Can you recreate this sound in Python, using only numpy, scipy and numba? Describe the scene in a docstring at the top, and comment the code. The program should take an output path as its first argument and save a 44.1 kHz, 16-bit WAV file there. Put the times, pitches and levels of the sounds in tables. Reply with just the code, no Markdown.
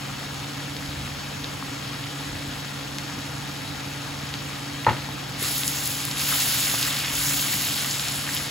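"""A steady sizzle under a humming hood, with spits and plops, wooden knocks on a pan, then hissing surges of stirring.
Shredded vegetables fry close to a phone in a small kitchen: swarms of damped sines are the bursting steam bubbles,
shaped noise the escaping steam and rushing air, and unsteady sines the hum of the fan. Damped modes struck by short
pushes are the spoon on the pan. With every stroke wet shreds meet hot metal: the sizzle flares up, then fades."""
import sys
import numpy as np
from scipy import signal
from scipy.fft import rfft, irfft
from scipy.io import wavfile
from numba import njit

SR = 44100
rng = np.random.default_rng(int(sys.argv[2]) if len(sys.argv) > 2 else 0)


def digitize_waveform(pressure):
    """Quantize a signal to 16-bit integers and store it at the path in sys.argv[1].

    Rows of a 2-D input are taken as channels; values are limited to [-1, 1].
    """
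    field = np.atleast_2d(pressure).T
    bounded = np.clip(field, -1, 1)
    quanta = np.round(bounded * 32767).astype(np.int16)
    wavfile.write(sys.argv[1], SR, quanta)


N = 374850
T = np.arange(N) / SR
FREQS = np.fft.rfftfreq(N, 1 / SR)

# spectrum of spattering oil, relative: frequency_hz, level_db
SPATTER_SPECTRUM = [(100, -60), (2000, -27), (4500, -1), (7000, -0.5), (12000, 4), (16000, 0)]
# strokes of the spoon through the heap, levels relative:
# start_s, rise_s, hold_s, hiss_db, hiss_fade_db_per_s, crackle_db
SPOON_STROKES = [(5.363, 0.074, 0.13, -37, 12, -35.5), (5.823, 0.036, .02, -40, 49, -42),
                 (6.15, 0.057, 0.057, -37.5, 26, -31.5), (6.218, 0.13, 0.32, -34.5, 19, -36),
                 (6.752, 0.046, .04, -41, 45, -34), (7.077, 0.076, 0.11, -37.5, 5.5, -44),
                 (7.194, 0.067, 0.049, -37, 12, -35), (7.698, 0.042, 0.06, -48, 8, -40.5),
                 (8.265, 0.063, .02, -43, 69, -38)]


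def undb(db):
    """Logarithmic level: 20 dB is a factor of ten in amplitude."""
    return np.exp(np.asarray(db) * (np.log(10) / 20))


def level(x, db):
    """Root-mean-square scaling: bring the signal to the given rms level in dB."""
    return x * undb(db) / np.sqrt(np.mean(x ** 2))


def colour(x, points):
    """Linear filtering: weight the spectrum by (Hz, dB) points joined along log frequency."""
    hz, db = np.transpose(points)
    gain = undb(np.interp(np.log(FREQS + 1), np.log(hz), db))
    return irfft(rfft(x) * gain, N)


def walk(rate):
    """Low-passed noise: a smooth chance that changes about `rate` times a second, with rms 1."""
    smoothing = 1 + (FREQS / rate) ** 4
    return level(irfft(rfft(rng.standard_normal(N)) / smoothing, N), 0)


def flicker(rate):
    """Piecewise-linear modulation: random levels joined by straight lines, `rate` a second."""
    steps = int(T[-1] * rate) + 2
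    return np.interp(T * rate, np.arange(steps), rng.standard_normal(steps))


def swells(table):
    """Amplitude envelopes: a bell for each (centre s, dB, length s), the length being its width at 1/e."""
    total = 0
    for centre_s, db, length_s in table:
        total = total + undb(db) * np.exp(-np.minimum((2 * (T - centre_s) / length_s) ** 2, 20))
    return total


def add(track, s, sound):
    """Superposition: mix a sound into a track at a time in seconds."""
    start = max(int(s * SR), 0)
    part = sound[:max(N - start, 0)]
    track[start:start + len(part)] += part


def kitchen(x, wet_db, left_db):
    """Room reverberation: direct sound, slightly from the left, and the quick echoes of hob, wall and hood."""
    t60_s = 0.33
    t = T[:SR // 3]
    # a strong, brief burst of early echoes on top of the exponential decay
    fade = undb(-60 * t / t60_s) + 7.3 * np.exp(-t / 0.0068)
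    echoes = rng.standard_normal((2, len(t))) * fade * (t > 1 / 1000)
    echoes /= np.sqrt(np.sum(echoes ** 2, axis=1, keepdims=True))
    # the right ear hears the direct sound one sample later
    direct = np.array([undb(left_db) * x, np.roll(x, 1)])
    return direct + undb(wet_db) * signal.oaconvolve(x[None], echoes, axes=1)[:, :N]


def hood():
    """Blade tones and flow noise: the fan hums unsteadily over rushing air whose deep bass is alike in both ears."""
    # tones of the fan, levels relative: pitch_hz, level_db, unsteadiness_db
    fan_tones = [(141.3, -39.5, 0.74), (283.2, -46, 3), (118.9, -50.5, 3)]
    # spectrum of the rushing air, relative: frequency_hz, level_db
    air_spectrum = [(20, -36), (35, -18), (55, -5), (90, 0.5), (125, 1), (160, -5.5), (195, 1), (225, -3),
                    (285, 2), (345, -8.5), (390, -14), (460, -8.5), (620, -12), (820, -8), (1500, -27)]
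    hum = 0
    for hz, db, shake_db in fan_tones:
        loudness = np.sqrt(2) * undb(db + shake_db * walk(1.7))
        # the phase wanders too, more so for higher tones
        hum = hum + loudness * np.sin(2 * np.pi * hz * T + hz / 300 * walk(1.43))
    air = level(colour(rng.standard_normal(N), air_spectrum), -38.0)
    side = level(colour(rng.standard_normal(N), air_spectrum), -38.0)
    side = colour(side, [(60, -41), (130, -6.0), (280, -13), (500, 1.5), (900, -5.0)])
    return np.array([undb(-1.27) * (hum + air + side), undb(0.16) * (hum + air - side)])


@njit
def bursts(times, hz, cycles, size):
    """Damped oscillation: each bursting bubble is a sine that dies by 60 dB within a few cycles."""
    out = np.zeros(N)
    for k in range(len(times)):
        start = int(times[k] * SR)
        length = cycles[k] * SR / hz[k]
        # a spiralling phasor: its imaginary part is the damped sine
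        phasor = size[k] + 0j
        turn = np.exp(2j * np.pi * hz[k] / SR - np.log(1000) / length)
        for i in range(max(start, 0), min(start + int(length) + 1, N)):
            phasor *= turn
            out[i] += phasor.imag
    return out


def fizz(rate, spread_db, cycles):
    """Random superposition: bursts of all pitches; a positive spread makes most tiny and a few large."""
    count = int(rate * N / SR)
    when, pitch, damping, rank = rng.random((count, 4)).T
    hz = 300 * (SR * .45 / 300) ** np.sqrt(pitch)
    size = undb(-spread_db * np.log(np.maximum(rank, 25 / rate)))
    # small, high bubbles are the most common and snap the hardest
    snap = size * hz / (pitch + 1 / 20) ** (1 / 4)
    # `cycles` is the average beyond the first cycle
    return level(bursts(when * N / SR, hz, 1 + cycles * 2 * damping, snap), 0)


def swarm(rate, spread_db, cycles, wet_db, left_db, count=3):
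    """Incoherent sources: bubbles burst in several independent groups, each with its own echoes."""
    groups = [kitchen(fizz(rate / count, spread_db, cycles), wet_db, left_db) for _ in range(count)]
    return sum(groups) / np.sqrt(count)


def steam():
    """Turbulent jet noise: smooth hiss, unrelated in the two ears and a little stronger on the left."""
    return rng.standard_normal((2, N)) * undb([[1], [-1]])


def patchy(x, db, rate):
    """Band-wise modulation: patches of the pan flare up, so each third of an octave flickers in level."""
    spectrum = rfft(x)
    # position in thirds of an octave; all below 500 Hz moves together
    place = 3 * np.log2(np.maximum(FREQS, 500) / 500)
    out = 0
    for k in range(16):
        band = np.maximum(1 - np.abs(place - k), 0)
        out = out + irfft(spectrum * band, N) * undb(db * flicker(rate))
    return out


def simmer():
    """Boiling noise: the resting heap's dense bursts and escaping steam, with sparse ticks of spattering oil."""
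    # spectrum of the resting sizzle, relative: frequency_hz, level_db
    sizzle_spectrum = [(30, -56), (250, -2.5), (500, -6.5), (900, -3), (1350, 1.2), (2200, -0.95),
                       (3200, -0.5), (4200, -2), (5200, -4), (6200, -7.5), (8000, -9.5), (11000, -14),
                       (14000, -17), (16000, -55)]
    bubbles = swarm(rate=6500, spread_db=0.83, cycles=5.1, wet_db=-2.0, left_db=3.0)
    sizzle = colour(bubbles + undb(-2.5) * steam(), sizzle_spectrum)
    ticks = level(colour(fizz(rate=370, spread_db=7, cycles=1), SPATTER_SPECTRUM), -65)
    return level(patchy(sizzle, db=0.9, rate=25), -35.5) + ticks


def snaps(table):
    """Impulse response of a resonator: a sudden jump of pressure; the narrower its band, the longer it rings."""
    out = np.zeros(N)
    kick = 1. * (T[:SR // 100] == 0)
    for s, db, hz, width_hz in table:
        b, a = signal.iirpeak(hz, hz / min(width_hz, SR / 3), fs=SR)
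        snap = signal.lfilter(b, a, signal.lfilter(b, a, kick))
        add(out, s, undb(db) * snap / np.abs(snap).max())
    return out


def pops(table, cycles):
    """Enveloped tone: a soft, lone burst swells for the given number of cycles and dies within a few more."""
    out = np.zeros(N)
    t = T[:SR // 30]
    for s, db, hz in table:
        age = t * hz / cycles
        swell = (age * np.exp(1 - age)) ** 2
        # the tone begins 0.73 ms after the listed time
        add(out, s + 0.00073, undb(db) * swell * np.sin(2 * np.pi * hz * t))
    return out


def small_pops(rate, db, spread_db, hz, octaves):
    """Uniform random events: rows (s, dB, Hz) of weaker pops, stronger once the stirring starts."""
    stirred_gain_db = 9.5
    when, size, pitch = rng.random((int(rate * T[-1]), 3)).T
    s = when * T[-1]
    pop_db = db + spread_db * (2 * size - 1) + stirred_gain_db * (s > SPOON_STROKES[0][0])
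    return list(zip(s, pop_db, hz * 2 ** (octaves * (2 * pitch - 1))))


def popping():
    """Transient radiation: fat spits sharply and steam pockets plop, a few loud ones among many weak ones."""
    # loudest spits of fat, levels relative; the width is that of each of two equal resonances:
    # time_s, level_db, pitch_hz, width_hz
    loud_spits = [(0.6965, -24, 3400, 3000), (0.7667, -17.5, 3600, 2800), (1.1955, -25, 3700, 2500),
                  (1.4438, -16, 3600, 1500), (2.0403, -20, 2990, 2500), (2.0697, -24, 2150, 1500),
                  (2.3536, -27, 1900, 1300), (2.985, -11.5, 3670, 5500), (3.0985, -28, 3500, 3000),
                  (4.340, -13.5, 3100, 2800), (4.8475, -16, 2700, 2200), (4.967, -22, 2460, 2500),
                  (5.4284, -7, 11400, 7000), (5.4465, -15.5, 3330, 3000), (5.6345, -11, 3600, 2500),
                  (5.679, -1, 7500, 6000), (5.688, -9, 10500, 6000), (5.8755, -5, 11000, 7000),
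                  (6.052, -5.5, 11000, 8000), (6.113, -12, 4600, 3000), (6.4567, -16, 3590, 2500),
                  (6.699, -13, 3400, 2000), (6.757, -17, 3500, 2500), (6.8115, -7, 9000, 10000),
                  (6.8282, -6.5, 4200, 3600), (6.852, -13, 4800, 3000), (7.003, -18, 3240, 3000),
                  (7.047, -13, 2960, 3000), (7.382, -20, 4000, 3500), (7.395, -10, 3380, 2500),
                  (7.846, -14, 3500, 2500), (7.912, -10, 5180, 3500), (7.9965, -11, 3800, 2400),
                  (8.0845, -8, 5200, 6000), (8.349, -6, 11000, 7000)]
    # loudest steam pockets plopping under the heap, levels relative: time_s, level_db, pitch_hz
    loud_plops = [(0.221, -31, 840), (1.624, -24, 1140), (2.205, -32, 918), (5.087, -27, 880),
                  (7.395, -32, 611)]
    weak_spits = small_pops(rate=7, db=-30.0, spread_db=4, hz=3100, octaves=0.44)
    # a weak spit is 2200 Hz wide, so it barely rings
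    spits = list(loud_spits) + [(*row, 2200) for row in weak_spits]
    plops = list(loud_plops) + small_pops(rate=1.1, db=-37.5, spread_db=5, hz=1510, octaves=0.41)
    return snaps(spits) + pops(plops, cycles=1.4)


def draughts():
    """Low-frequency wind noise: air brushes the microphone as the hands move over the pan."""
    # soft swells of moving air: centre_s, level_db, length_s
    air_swells = [(1.0, -39.5, 0.3), (1.42, -40, 0.13), (2.34, -38, 0.11), (2.5, -40, 0.13),
                  (7.18, -41, 0.2)]
    rumble = colour(rng.standard_normal(N), [(20, -37), (50, -9), (85, -4), (140, -8), (500, -68)])
    return swells(air_swells) * level(rumble, 0)


def ring(modes):
    """Modal synthesis: damped sines with joint peak 1; neighbouring modes start in opposite directions."""
    t = T[:SR // 3]
    y = 0
    for k, (hz, db, t60_s) in enumerate(modes):
        decay = np.exp(-np.log(1000) * t / t60_s)
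        y = y + (-1) ** k * undb(db) * np.sin(2 * np.pi * hz * t) * decay
    return y / np.abs(y).max()


def spoon():
    """Impact excitation: wood strikes the pan and rebounds, duller for longer contact; the pan rocks on the hob."""
    # bare spoon knocking and bouncing on the pan, levels relative, the clack decaying to 1/e:
    # time_s, level_db, contact_ms, pan_ring_db, clack_decay_s
    knock_events = [(4.8662, 0.9, 0.41, -1.1, 0.014), (4.8833, -5.3, 0.5, 0.5, 0.017),
                    (4.8892, -7, 0.4, 1.5, 0.027), (4.908, -15.5, 0.28, 0, 0.046),
                    (4.929, -20, 0.31, -1, 0.04)]
    # the pan rocking on its grate, levels relative: time_s, level_db
    rock_events = [(4.8753, -16.5), (4.903, -16.5)]
    # ring of spoon and pan, levels relative: frequency_hz, level_db, t60_s
    pan_modes = [(497, -21, 0.16), (840, -0.5, 0.021), (983, 1.5, 0.024), (1140, -26, 0.12),
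                 (1280, -12, 0.091), (1502, -18.5, 0.058), (1835, -11, 0.032), (2030, -28, .1),
                 (2300, -26, 0.08), (2500, -19, 0.06), (2700, -16, 0.07), (2960, -22, 0.019),
                 (3300, -15, 0.06), (4240, -4, .1)]
    # ring of the grate and hob, levels relative: frequency_hz, level_db, t60_s
    hob_modes = [(78, -7, 0.074), (125, 4, 0.16), (247, -2.5, 0.063), (351, -9, 0.14)]
    rebound_s, rebound_db = 0.00339, -6.5  # the spoon touches again after each knock
    clack_db = -8.5  # dense, dry ring of the wood
    strike_spot_db = 1.7  # each blow lands elsewhere and favours other modes
    out, hob = np.zeros(N), ring(hob_modes)
    t = T[:len(hob)]
    wood = signal.butter(2, (380, 2300), "band", fs=SR, output="sos")
    for s, db, contact_ms, ring_db, clack_s in knock_events:
        pan = ring([(hz, mode_db + strike_spot_db * rng.standard_normal(), t60_s)
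                    for hz, mode_db, t60_s in pan_modes])
        # contact force: half a sine
        push = np.sin(np.pi * np.minimum(t[:SR // 100] * 1000 / contact_ms, 1))
        for delay_s, loss_db in [(0, 0), (rebound_s, rebound_db)]:
            clack = signal.sosfilt(wood, rng.standard_normal(len(t))) * np.exp(-t / clack_s)
            blow = undb(ring_db) * pan + undb(clack_db) * clack
            knock = signal.fftconvolve(blow, push / push.sum())
            add(out, s + delay_s, undb(db + loss_db) * knock)
    for s, db in rock_events:
        add(out, s, undb(db) * hob)
    return signal.sosfilt(signal.butter(2, 55, "high", fs=SR, output="sos"), out)


def scraping():
    """Stick-slip friction: the dragged spoon slips in fits; each drag has its own pitch, lower where food dulls it."""
    # drags over the bottom of the pan, levels relative: centre_s, level_db, length_s, pitch_hz
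    drags = [(4.895, -33.5, 0.04, 1850), (5.445, -38, 0.11, 1700), (6.17, -43, .03, 950),
             (6.213, -36, .04, 2200), (6.303, -32, .028, 2700), (6.32, -34.5, 0.08, 1150),
             (6.685, -36, 0.081, 1900), (6.832, -35, .035, 3300), (6.875, -35, 0.036, 1500),
             (6.92, -42, .05, 1150), (6.985, -44, 0.045, 1300), (7.045, -34, .04, 1700),
             (7.218, -35, 0.05, 1300), (7.3, -40, 0.076, 1500), (7.39, -37, 0.03, 3000),
             (7.78, -36, .035, 1400), (7.855, -36, 0.045, 1500), (8.282, -34, 0.036, 1460),
             (8.367, -33, 0.032, 2900)]
    # spectrum of the dragged spoon, relative: multiple_of_pitch, level_db
    drag_spectrum = [(.15, -30), (.45, -11), (.8, -5), (1.2, 0.5), (1.9, -8), (4, -30)]
    slips_per_s = 900
    slips = (rng.random(N) < slips_per_s / SR) * rng.standard_normal(N)
    # the spoon catches on the shreds and jerks free
    slips = slips * undb(1 * flicker(110))
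    multiple, gain_db = np.transpose(drag_spectrum)
    spectrum, log_hz = rfft(slips), np.log(FREQS + 1)
    out = 0
    for centre_s, db, length_s, hz in drags:
        gain = undb(np.interp(log_hz, np.log(hz * multiple), gain_db))
        drag = level(irfft(spectrum * gain, N), 0)
        out = out + drag * swells([(centre_s, db, length_s)])
    return out


def stroke(s, rise_s, hold_s, db, fade_db_per_s):
    """Exponential decay: gain rises as the spoon pushes, holds, then fades as the water boils off."""
    fade_time = np.maximum(T - s - rise_s - hold_s, 0)
    return np.clip((T - s) / rise_s, 0, 1) * undb(db - fade_db_per_s * fade_time)


def agitation():
    """Power summation: gains of hiss and crackle, in which overlapping strokes add in power."""
    # the hiss surges as a clump lands on hot metal, or sinks as it is covered: centre_s, change_db, length_s
    hiss_surges = [(5.68, 2.5, 0.043), (5.793, 1, .08), (6.295, 1.5, .05), (6.89, 2, .05),
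                   (7.278, 0.5, 0.082), (8.5, -5, .08)]
    crackle_fade_db_per_s = 6  # the turned heap settles slowly
    hiss_power, crackle_power, surge_db = 0, 0, 0
    for s, rise_s, hold_s, hiss_db, fade, crackle_db in SPOON_STROKES:
        hiss_power = hiss_power + stroke(s, rise_s, hold_s, hiss_db, fade) ** 2
        crackle_power = crackle_power + stroke(s, rise_s, hold_s, crackle_db, crackle_fade_db_per_s) ** 2
    for centre_s, change_db, length_s in hiss_surges:
        surge_db = surge_db + change_db * swells([(centre_s, 0, length_s)])
    return np.sqrt(hiss_power) * undb(surge_db), np.sqrt(crackle_power)


def stirring():
    """Flash boiling: wet shreds hiss on bare metal and throw up oil, while the moved heap crackles lower down."""
    # spectra of searing, moved heap and finest fizz, relative: frequency_hz, level_db
    sear_spectrum = [(30, -70), (800, -30), (2000, -19.5), (3500, -0.5), (5000, 1.5), (6100, -1),
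                     (7200, 4.5), (9000, 0), (11000, 3.5), (13500, -10), (16000, -13)]
    heap_spectrum = [(30, -60), (300, -16), (600, -8.5), (1200, -2), (2000, 1.5), (3500, 4.5), (5000, 0.5),
                     (8000, -5.5), (16000, -47)]
    mist_spectrum = [(3000, -60), (6000, -27), (8500, -16), (11000, 0.5), (13500, 3), (15800, 0),
                     (17000, -30)]
    hiss, crackle = agitation()
    sear = swarm(rate=14000, spread_db=2.5, cycles=2.9, wet_db=-3.5, left_db=0.5) + undb(-6.5) * steam()
    heap = swarm(rate=4200, spread_db=1.5, cycles=3.2, wet_db=-6.0, left_db=1) + undb(-19.0) * steam()
    ticks = level(colour(fizz(rate=900, spread_db=3.5, cycles=0.72), SPATTER_SPECTRUM), 1.7)
    mist = level(colour(fizz(rate=10000, spread_db=-1.0, cycles=1.9), mist_spectrum), 6)
    # the finest fizz comes only with the hardest searing: an extra power of the hiss gain
    mist = mist * (hiss / hiss.max()) ** 0.95
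    sear = level(colour(sear, sear_spectrum), 7.03) + ticks + mist
    sear = sear * hiss * undb(0.42 * walk(27))
    heap = level(colour(heap, heap_spectrum), 0.59) * crackle * undb(0.6 * walk(13))
    return patchy(sear + heap, db=1.4, rate=22)


def thuds():
    """Heavily damped impact: the spoon butts through the heap, deadened by the food."""
    # soft blows, levels relative: time_s, level_db, pitch_hz
    soft_blows = [(5.421, -27, 430), (6.467, -29, 600), (6.7395, -20, 800), (6.746, -20, 1200),
                  (7.138, -30, 550), (8.087, -25, 1300)]
    return pops(soft_blows, cycles=0.67)


def scene():
    """Linear superposition of pan, spoon and hood in one room."""
    bed = hood() + simmer() + draughts() + stirring()
    knocks = kitchen(spoon(), wet_db=-10.5, left_db=1.8)
    details = kitchen(popping() + scraping() + thuds(), wet_db=-11, left_db=.8)
    return bed + knocks + details


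def record(dry):
    """Interchannel phase: the phone widens its treble, one signal on both sides, turned in phase band by band."""
    left, right = rfft(dry)
    # above about 6 kHz both sides carry the left treble
    shared = np.clip((FREQS - 5900) / 500, 0, 1)
    treble = left * undb(-0.2)
    # from 7400 Hz up, every 2070 Hz adds half a turn, with a pause at a quarter turn
    band, place = np.divmod(np.maximum(FREQS - 7400, 0), 2070)
    turn = np.pi * (band + np.interp(place, [0, 250, 850, 1100], [0, .5, .5, 1]))
    left = (1 - shared) * left + shared * treble * np.exp(-1j * turn) * undb(.3)
    right = (1 - shared) * right + shared * treble
    # nothing much is left above 15750 Hz
    low_pass = signal.ellip(10, .2, 70, 15750, fs=SR, output="sos")
    return signal.sosfilt(low_pass, irfft(np.array([left, right]), N))


dry = scene()
out = record(dry)
digitize_waveform(out)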